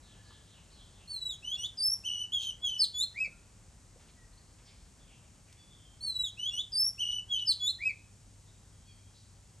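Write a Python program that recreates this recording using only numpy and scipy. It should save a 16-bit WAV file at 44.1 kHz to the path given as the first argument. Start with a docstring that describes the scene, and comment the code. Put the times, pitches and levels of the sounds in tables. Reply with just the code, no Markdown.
"""On a veranda rail at the forest's edge, a magpie-robin sings a phrase of ten kinds of note, then repeats it.
Each note is one gliding tone with weak overtones, here and there a rasp; boards and roof throw it back.
Far birds are noise-fluttered tones smeared by the trees, and knocks are short bursts of filtered noise.
Shaped noise makes the low rumble, rustle and thin hiss; a wavering sine makes the faint hum.
"""
import sys
import numpy as np
from scipy import signal
from scipy.fft import rfft, irfft
from scipy.io import wavfile
from scipy.ndimage import uniform_filter1d

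SR = 44100
rng = np.random.default_rng(int(sys.argv[2]) if len(sys.argv) > 2 else 0)


def unload_audio(sound):
    """Save the sound as a 16-bit wav file, at the path given as the first command line argument."""
    columns = np.transpose(np.atleast_2d(sound))
    # keep every value between -1 and 1, then stretch to whole-number steps
    steps = np.round(np.clip(columns, -1, 1) * 32767)
    wavfile.write(sys.argv[1], SR, steps.astype(np.int16))


N = 423360
TIME = np.arange(N) / SR
FREQS = np.arange(N // 2 + 1) * SR / N

# outdoor air before the rustle and the lean to the left: (frequency [Hz], density [dB per Hz])
AIR_SPECTRUM = [(27, -110), (37, -77.5), (60, -78), (110, -83.5), (170, -86), (300, -96), (500, -100),
                (900, -102), (1600, -106), (3800, -108.5), (7300, -102), (9200, -105), (11500, -114),
                (12800, -138)]
# mains hum before the lean to the left: (time [s], level [dB])
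HUM_LEVELS = [(0, -66), (5.3, -67.5), (6.1, -62.5), (9.6, -61.5)]
# soft knocks, brief rustles and a tick close by, as noise before its decay:
# (time [s], level [dB], centre [Hz], width [octaves], decay [s])
KNOCKS = [(.305, -58, 1070, 0.46, 0.019), (3.272, -43, 77.6, 1.43, 0.021), (3.272, -53, 464, .6, 0.0084),
          (3.959, -56, 477, 0.48, .015), (3.995, -63.5, 1600, 2.6, 0.1), (4.084, -63, 3200, 0.76, 0.031),
          (4.585, -66.5, 1810, 1.8, 0.12), (5.48, -68.5, 2400, 0.62, 0.18), (5.526, -52, 5000, 2.7, .005)]
# far bird chattering in pairs of falling buzzes: (time [s], first pitch [Hz], level of the first buzz [dB])
CHATTER_PAIRS = [(.01, 4240, -66.5), (.225, 4540, -65.5), (.46, 3820, -67), (.69, 4530, -64.5),
                 (.92, 3690, -68.5)]
# single calls in the forest, before the trees add their reflections:
# (time [s], length [s], first pitch [Hz], last pitch [Hz], level [dB], buzz [0-1])
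FAR_CALLS = [(0.0, 0.5, 1744, 1699, -72.5, 0.27), (3.311, 0.063, 1426, 1363, -72, 0),
             (4.158, 0.096, 1987, 1826, -69.5, 0.16), (4.327, .02, 4120, 4320, -68, 0.4),
             (4.37, 0.023, 4150, 4700, -64, 0.3), (4.642, 0.076, 5600, 4440, -64, .7),
             (4.663, 0.054, 3750, 3330, -66, 0.75), (4.669, 0.084, 2436, 2320, -70.5, 0.7),
             (4.987, 0.072, 3580, 3260, -71, .28), (5.056, .13, 3007, 2593, -66, 0.98),
             (5.562, .1, 3440, 3440, -65, 0.07), (5.562, .098, 4650, 4560, -73, .1),
             (5.695, 0.076, 3515, 3480, -63, 0.26), (5.755, .17, 3260, 3090, -68.5, 0.16),
             (8.465, 0.053, 3600, 3820, -69.5, 0.33), (8.699, 0.23, 3250, 3250, -74, 0.1),
             (8.863, 0.09, 3420, 3140, -67, 0.05), (8.862, 0.085, 2540, 2310, -71.5, 0.3),
             (8.845, 0.13, 4430, 4510, -71.5, .1), (9.131, 0.078, 3930, 4650, -66, 1)]
# the bird's repertoire, one gesture for each kind of note, before the phrase reshapes it:
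# name: (time into the note [s], pitch [Hz], level [dB], octave overtone relative to the tone [dB])
NOTE_GESTURES = { "fall": [(0, 4220, -53, -14), (.033, 4554, -43.5, -8.5), (.067, 4280, -38.5, -14.5),
                 (.106, 4043, -40, -20), (.128, 3965, -56, -13), (.161, 3926, -29.5, -23),
                 (.228, 3880, -36, -15), (.272, 3270, -44.5, -10.5), (.282, 3244, -43, -8)],
                 "upslur": [(0.0, 2575, -59.9, -17), (0.027, 2987, -41.6, -11.5),
                 (0.085, 3153, -39.8, -8.5), (0.102, 3347, -30.5, -26), (0.124, 3502.0, -39.5, -12),
                 (0.134, 3490, -34, -31.0)], "scoop": [(0.0, 2746, -53, -12), (0.027, 2847, -40, -8.5),
                 (0.045, 2950, -47, 1.5), (0.065, 3000, -38.5, -8.5), (0.085, 3475.0, -32, -22),
                 (0.098, 3575, -36, -20), (0.103, 3940, -45, -25)], "swoop": [(0, 5190, -46, -21),
                 (.02, 4774, -36, -9), (.04, 4637, -34, -5.5), (.069, 5214, -30.5, -3),
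                 (.096, 5358, -31, 1), (.118, 5335, -29.5, -9), (.171, 5660, -32, -9.5),
                 (.186, 5244, -40, -17)], "warble": [(0, 2590, -58, -20), (.015, 2980, -42, -3.5),
                 (.032, 3170, -33.5, -16), (.056, 2816, -35.5, -16), (.068, 2981, -36.5, -16),
                 (.156, 2966, -39.5, -13), (.175, 3050, -37, -11), (.2, 2982, -37.5, -15.5),
                 (.21, 2650, -53, -15)], "burr": [(0.0, 3080, -39.5, -21), (0.016, 3493, -31.5, -16.5),
                 (0.035, 3274, -28, -22.0), (0.062, 3227, -28.5, -26.0), (0.069, 3106.0, -40, -15),
                 (0.1, 3199.0, -42.5, -11.5), (0.174, 3105.0, -33.5, -16.5), (0.192, 2900, -45.5, -4)],
                 "sag": [(0, 3245, -59, -25), (.016, 3423, -44, -30), (.039, 3324, -27, -22),
                 (.082, 3030, -38, -11.5), (.096, 3105, -37, -31.5), (.136, 2966, -39.5, -12.5),
                 (.151, 3000, -35.5, -26)], "whip": [(0, 5370, -49, -13), (.012, 5290, -48, -5),
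                 (.019, 5156, -27, -34), (.028, 4815, -26, -14.5), (.043, 4460, -23, -16.5),
                 (.064, 4045, -26, -24), (.076, 2950, -50.5, -4)], "lift": [(0, 3500, -58, -27),
                 (.014, 3399, -44, -14.5), (.066, 3487, -34.5, -4), (.082, 3700, -31.5, -11),
                 (.098, 4070, -32, -25), (.111, 4187, -32, -17.5), (.119, 4100, -53, -21)],
                 "arch": [(0.0, 1785, -61.5, -8), (0.039, 2340, -36.5, -27), (0.052, 2430, -38.5, -17),
                 (0.073, 2540, -31.5, -23.5), (0.093, 2552, -29.5, -24), (0.101, 2457.0, -38.5, -23),
                 (0.111, 2340, -32.5, -18.5), (0.128, 2050.0, -51, -13)], }
# the phrase, sung twice, the second time without the burr:
# (start [s], note [name], length [factor], pitch [factor], level change [dB], overtone change [dB])
PHRASES = [ (1.076, "fall", .95, 1.002, -2, -1), (1.4241, "upslur", 1, 0.99, -1.5, -2),
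           (1.5675, "scoop", 0.96, 1, -1.9, .5), (1.7729, "swoop", 0.95, 0.99, -1.5, -2),
           (2.0366, "warble", 1, .993, -1.4, 1.5), (2.321, "burr", 0.98, 1, -1.05, -0.1),
           (2.6143, "sag", 0.99, 1.001, -1.4, 2.5), (2.7778, "whip", .994, 1.004, -1.8, 2),
           (2.9323, "lift", .966, 1, 0.3, -0.5), (3.1418, "arch", 0.96, 1.016, -2.3, -1),
           (6.0073, "fall", .994, 1.002, 2.3, -2.5), (6.371, "upslur", 0.95, 0.98, .5, -3),
           (6.509, "scoop", 1.033, 1.003, 0.5, -3), (6.7208, "swoop", 0.93, 0.99, -0.4, -2.5),
           (6.9798, "warble", 1.02, 0.99, 0.7, -0.8), (7.2865, "sag", 1.01, .99, 0.2, -1),
           (7.455, "whip", 1, 0.99, -2.8, 1.5), (7.5934, "lift", 1.013, 0.99, 1.5, -4.5),
           (7.7848, "arch", 1, 1.004, -1.8, -3)]
# quick tremor on the level notes: (start [s], end [s], rate [Hz], pitch swing [share of pitch])
TREMORS = [(2.077, 2.205, 46.8, 0.014), (2.399, 2.49, 60.4, 0.015), (7.032, 7.146, 47.66, 0.017),
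           (7.376, 7.42, 60.6, 0.0085)]
# how throat and open beak pass the third and fourth partials: (frequency [Hz], gain [dB])
BEAK_RESPONSE = [(6000, -12), (7600, 4), (9000, -4.5), (10500, 5.5), (11800, -12), (12700, -4),
                 (13400, -20), (15600, -25.5)]
# moments where the voice turns rough: (time [s], half length [s], added depth [factor])
RASPS = [(1.557, 0.0074, 0.28), (1.67, 0.016, 0.2), (2.425, 0.022, 0.83), (2.455, 0.022, 0.17),
         (2.704, 0.0074, 0.32), (2.786, 0.0051, 0.39), (6.499, 0.0047, 0.18), (7.117, 0.0059, 0.28),
         (7.391, 0.011, 0.29)]
# echoes from rail, gutter and roof: (delay [ms], gain [factor])
ECHOES = [(2.69, 0.21), (3.78, 0.17), (5.2, 0.05), (6.27, 0.21), (8.22, 0.51), (8.38, 0.23), (15.75, 0.043),
          (15.86, 0.19), (15.95, 0.26), (17.22, 0.14)]
# phase lead of the left microphone port over the right: (frequency [Hz], lead [radians])
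PORT_LEAD = [(0, 0), (1900, 0), (2700, .6), (5000, .58), (7100, 0), (7700, .5), (8700, 0), (9400, -1.8),
             (10300, -3.1), (12000, -6.2), (16000, -12.6)]


def undb(db):
    """Decibels to gain."""
    return 10 ** (np.asarray(db) / 20)


def noise(gain):
    """Noise of rms 1 with the given gain at each frequency."""
    x = irfft(rfft(rng.standard_normal(N)) * gain, N)
    return x / x.std()


def wander(rate_hz):
    """Random motion of rms 1, mostly slower than the rate."""
    return noise(1 / (1 + (FREQS / rate_hz) ** 4))


def gate(t, start, end, edge):
    """Opens and closes smoothly around the two times."""
    opening = np.clip(np.minimum(t - start, end - t) / edge + .5, 0, 1)
    return np.sin(np.pi / 2 * opening) ** 2


def tail(t60, build_s):
    """Diffuse reflections of unit energy: noise that builds up and dies away exponentially."""
    t = TIME[:2 * SR]
    decay = np.exp(-np.log(1000) * t / t60)
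    h = rng.standard_normal(len(t)) * decay * (1 - np.exp(-(t / build_s) ** 2))
    return h / np.sqrt(np.sum(h ** 2))


def reverberate(x, response):
    """The sound after a set of reflections."""
    return signal.fftconvolve(x, response)[:N]


def mains_hum(hum_hz=100, waver_hz=.23):
    """One sine whose pitch wavers slightly while its level drifts."""
    phase = 2 * np.pi * np.cumsum(hum_hz + waver_hz * wander(1.53)) / SR
    return np.sqrt(2) * undb(np.interp(TIME, *np.transpose(HUM_LEVELS))) * np.sin(phase)


def valley_rustle(air, rustle_db=2.05, ease_db_per_s=.36, stir_db=.7):
    """Change to the air's middle band as the valley rustle eases off steadily and stirs at random."""
    band = signal.butter(2, [300, 2500], "band", fs=SR, output="sos")
    middle = signal.sosfiltfilt(band, air)
    level_db = rustle_db - ease_db_per_s * TIME + stir_db * wander(12)
    return middle * (undb(level_db) - 1)  # minus the share already in the air


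def background(bass_side_db=-17, mid_side_db=-8, treble_side_db=-12):
    """Shaped noise for rumble and hiss, mostly alike at both ports, with rustle and mains hum."""
    log_hz = np.log(FREQS + 1)
    hz, db = np.transpose(AIR_SPECTRUM)
    colour = undb(np.interp(log_hz, np.log(hz), db))
    side_db = [bass_side_db, mid_side_db, mid_side_db, treble_side_db]
    width = undb(np.interp(log_hz, np.log([80, 300, 2000, 6000]), side_db))
    # density per hertz summed to an rms level
    mid, side = (noise(g) * np.sqrt(np.sum(g ** 2) * SR / N) for g in (colour, colour * width))
    air = mid + np.array([side, -side])
    return air + valley_rustle(air) + mains_hum()


def knocks():
    """Bursts of band-shaped noise with a fast onset and exponential decay, softened at the top."""
    out = np.zeros(N)
    for s, db, hz, octaves, decay in KNOCKS:
        age = np.maximum(TIME - s, 0)
        band = np.exp(-(np.log2((FREQS + 1) / hz) / octaves) ** 2)
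        envelope = np.exp(-age / decay) * (1 - np.exp(-age * hz))
        out += undb(db) * noise(band) * envelope
    return signal.sosfilt(signal.butter(6, 10500, fs=SR, output="sos"), out)


def chatter(buzz_s=.11, step_s=.061, fall=.093, rough=.704, second_ratio=.79, second_db=1):
    """Each call is a high buzz and a lower, louder one, both falling; rows as for the single calls."""
    calls = []
    for s, hz, db in CHATTER_PAIRS:
        for delay, ratio, lift_db in [(0, 1, 0), (step_s, second_ratio, second_db)]:
            first_hz = hz * ratio
            calls.append((s + delay, buzz_s, first_hz, first_hz * (1 - fall), db + lift_db, rough))
    return calls


def far_birds(t60=1.0, spread=0.2, flutter_share=.1226):
    """Gliding tones, buzzing where the pitch flutters, from the hillside and smeared by the trees."""
    out, flutter = np.zeros(N), wander(349)
    for s, length, first_hz, last_hz, db, buzz in chatter() + FAR_CALLS:
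        span = slice(max(int(s * SR), 0), int((s + length) * SR))
        u = np.linspace(0, 1, len(TIME[span]))
        glide_hz = first_hz + (last_hz - first_hz) * u
        hz = glide_hz * (1 + flutter_share * buzz * flutter[span])
        tone = np.sin(2 * np.pi * np.cumsum(hz) / SR)
        out[span] += np.sqrt(2) * undb(db) * np.sin(np.pi * u) * tone
    side = spread * reverberate(out, tail(t60, .01))
    return out + reverberate(out, tail(t60, 0.0021)) + np.array([side, -side])


def veranda(x, near_db=-6.0, near_t60=.23, forest_db=-28, spread_db=-26):
    """Close echoes beat against the glides; the roof rings briefly and the trees answer faintly."""
    response = undb(near_db) * tail(near_t60, 0.003)
    response += undb(forest_db) * tail(.75, .04)
    response[0] += 1  # direct sound
    for ms, gain in ECHOES:
        response[int(ms * SR / 1000)] += gain
    side = undb(spread_db) * reverberate(x, tail(0.22, 0.0087))
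    return reverberate(x, response) + np.array([side, -side])


def rasp(whistle, shake_hz=950, low_hz=2800, hiss_db=-14, rest_depth=.004):
    """Unsteady membranes shake the tone into sidebands and let some hiss through; the throat passes no lows."""
    depth = rest_depth + sum(peak * np.exp(-((TIME - s) / half) ** 2) for s, half, peak in RASPS)
    shaken = whistle * depth * (wander(shake_hz) + undb(hiss_db) * wander(6000))
    return irfft(rfft(shaken) * (1 - 1 / (1 + (FREQS / low_hz) ** 12)), N)


def song_tremor(unevenness=.8):
    """A quick, uneven swing that the throat lays over the level notes."""
    uneven = unevenness * wander(260)
    tremor = np.zeros(N)
    for start, end, rate_hz, swing in TREMORS:
        shake = np.sin(2 * np.pi * rate_hz * (TIME - start)) + uneven
        tremor += swing * gate(TIME, start, end, 0.022) * shake
    return tremor


def robin(third_db=-24, fourth_db=-35, song_db=0.47, edge_s=0.0028, press=0.99, throb=12):
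    """The syrinx whistles each note from its repertoire; a pressed note is richer in all its overtones."""
    out = np.zeros(N)
    tremor = song_tremor()
    bend = tremor + .0022 * wander(120)  # share of pitch
    for start, name, stretch, transpose, note_db, rich_db in PHRASES:
        age, *columns = np.transpose(NOTE_GESTURES[name])
        s = start + stretch * age
        span = slice(int((s[0] - .02) * SR), int((s[-1] + .02) * SR))
        t = TIME[span]
        # muscles cannot turn a sharp corner
        hz, db, second_db = (uniform_filter1d(np.interp(t, s, c), size=160) for c in columns)
        hz, db, second_db = hz * transpose, db + note_db, second_db + rich_db
        phase = 2 * np.pi * np.cumsum(hz * (1 + bend[span])) / SR
        tone = np.sin(phase) + undb(second_db) * np.sin(2 * phase)
        for k, base_db in enumerate((third_db, fourth_db), start=3):
            beak_db = np.interp(k * hz, *np.transpose(BEAK_RESPONSE))
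            partial_db = base_db + beak_db + press * (second_db + 17.5)
            tone += undb(partial_db) * np.sin(k * phase) * (k * hz < SR / 2)
        # the tremor moves pressure and pitch together
        pressure = undb(db + song_db) * (1 + throb * tremor[span])
        out[span] += np.sqrt(2) * tone * pressure * gate(t, s[0], s[-1], edge_s)
    return out


def scene(left_db=0.5):
    """The singer in front of the forest; the background leans a little to the left."""
    forest = background() * undb([[left_db], [-left_db]]) + knocks() + far_birds()
    whistle = robin()
    return forest + veranda(whistle + rasp(whistle))


def record(dry, top_hz=16000):
    """The two ports hear the treble out of step; a steep low-pass cuts the top."""
    lead = np.interp(FREQS, *np.transpose(PORT_LEAD))
    ports = irfft(rfft(dry) * np.exp(.5j * np.array([lead, -lead])), N)
    return signal.sosfilt(signal.ellip(8, .2, 70, top_hz, fs=SR, output="sos"), ports)


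dry = scene()
out = record(dry)
unload_audio(out)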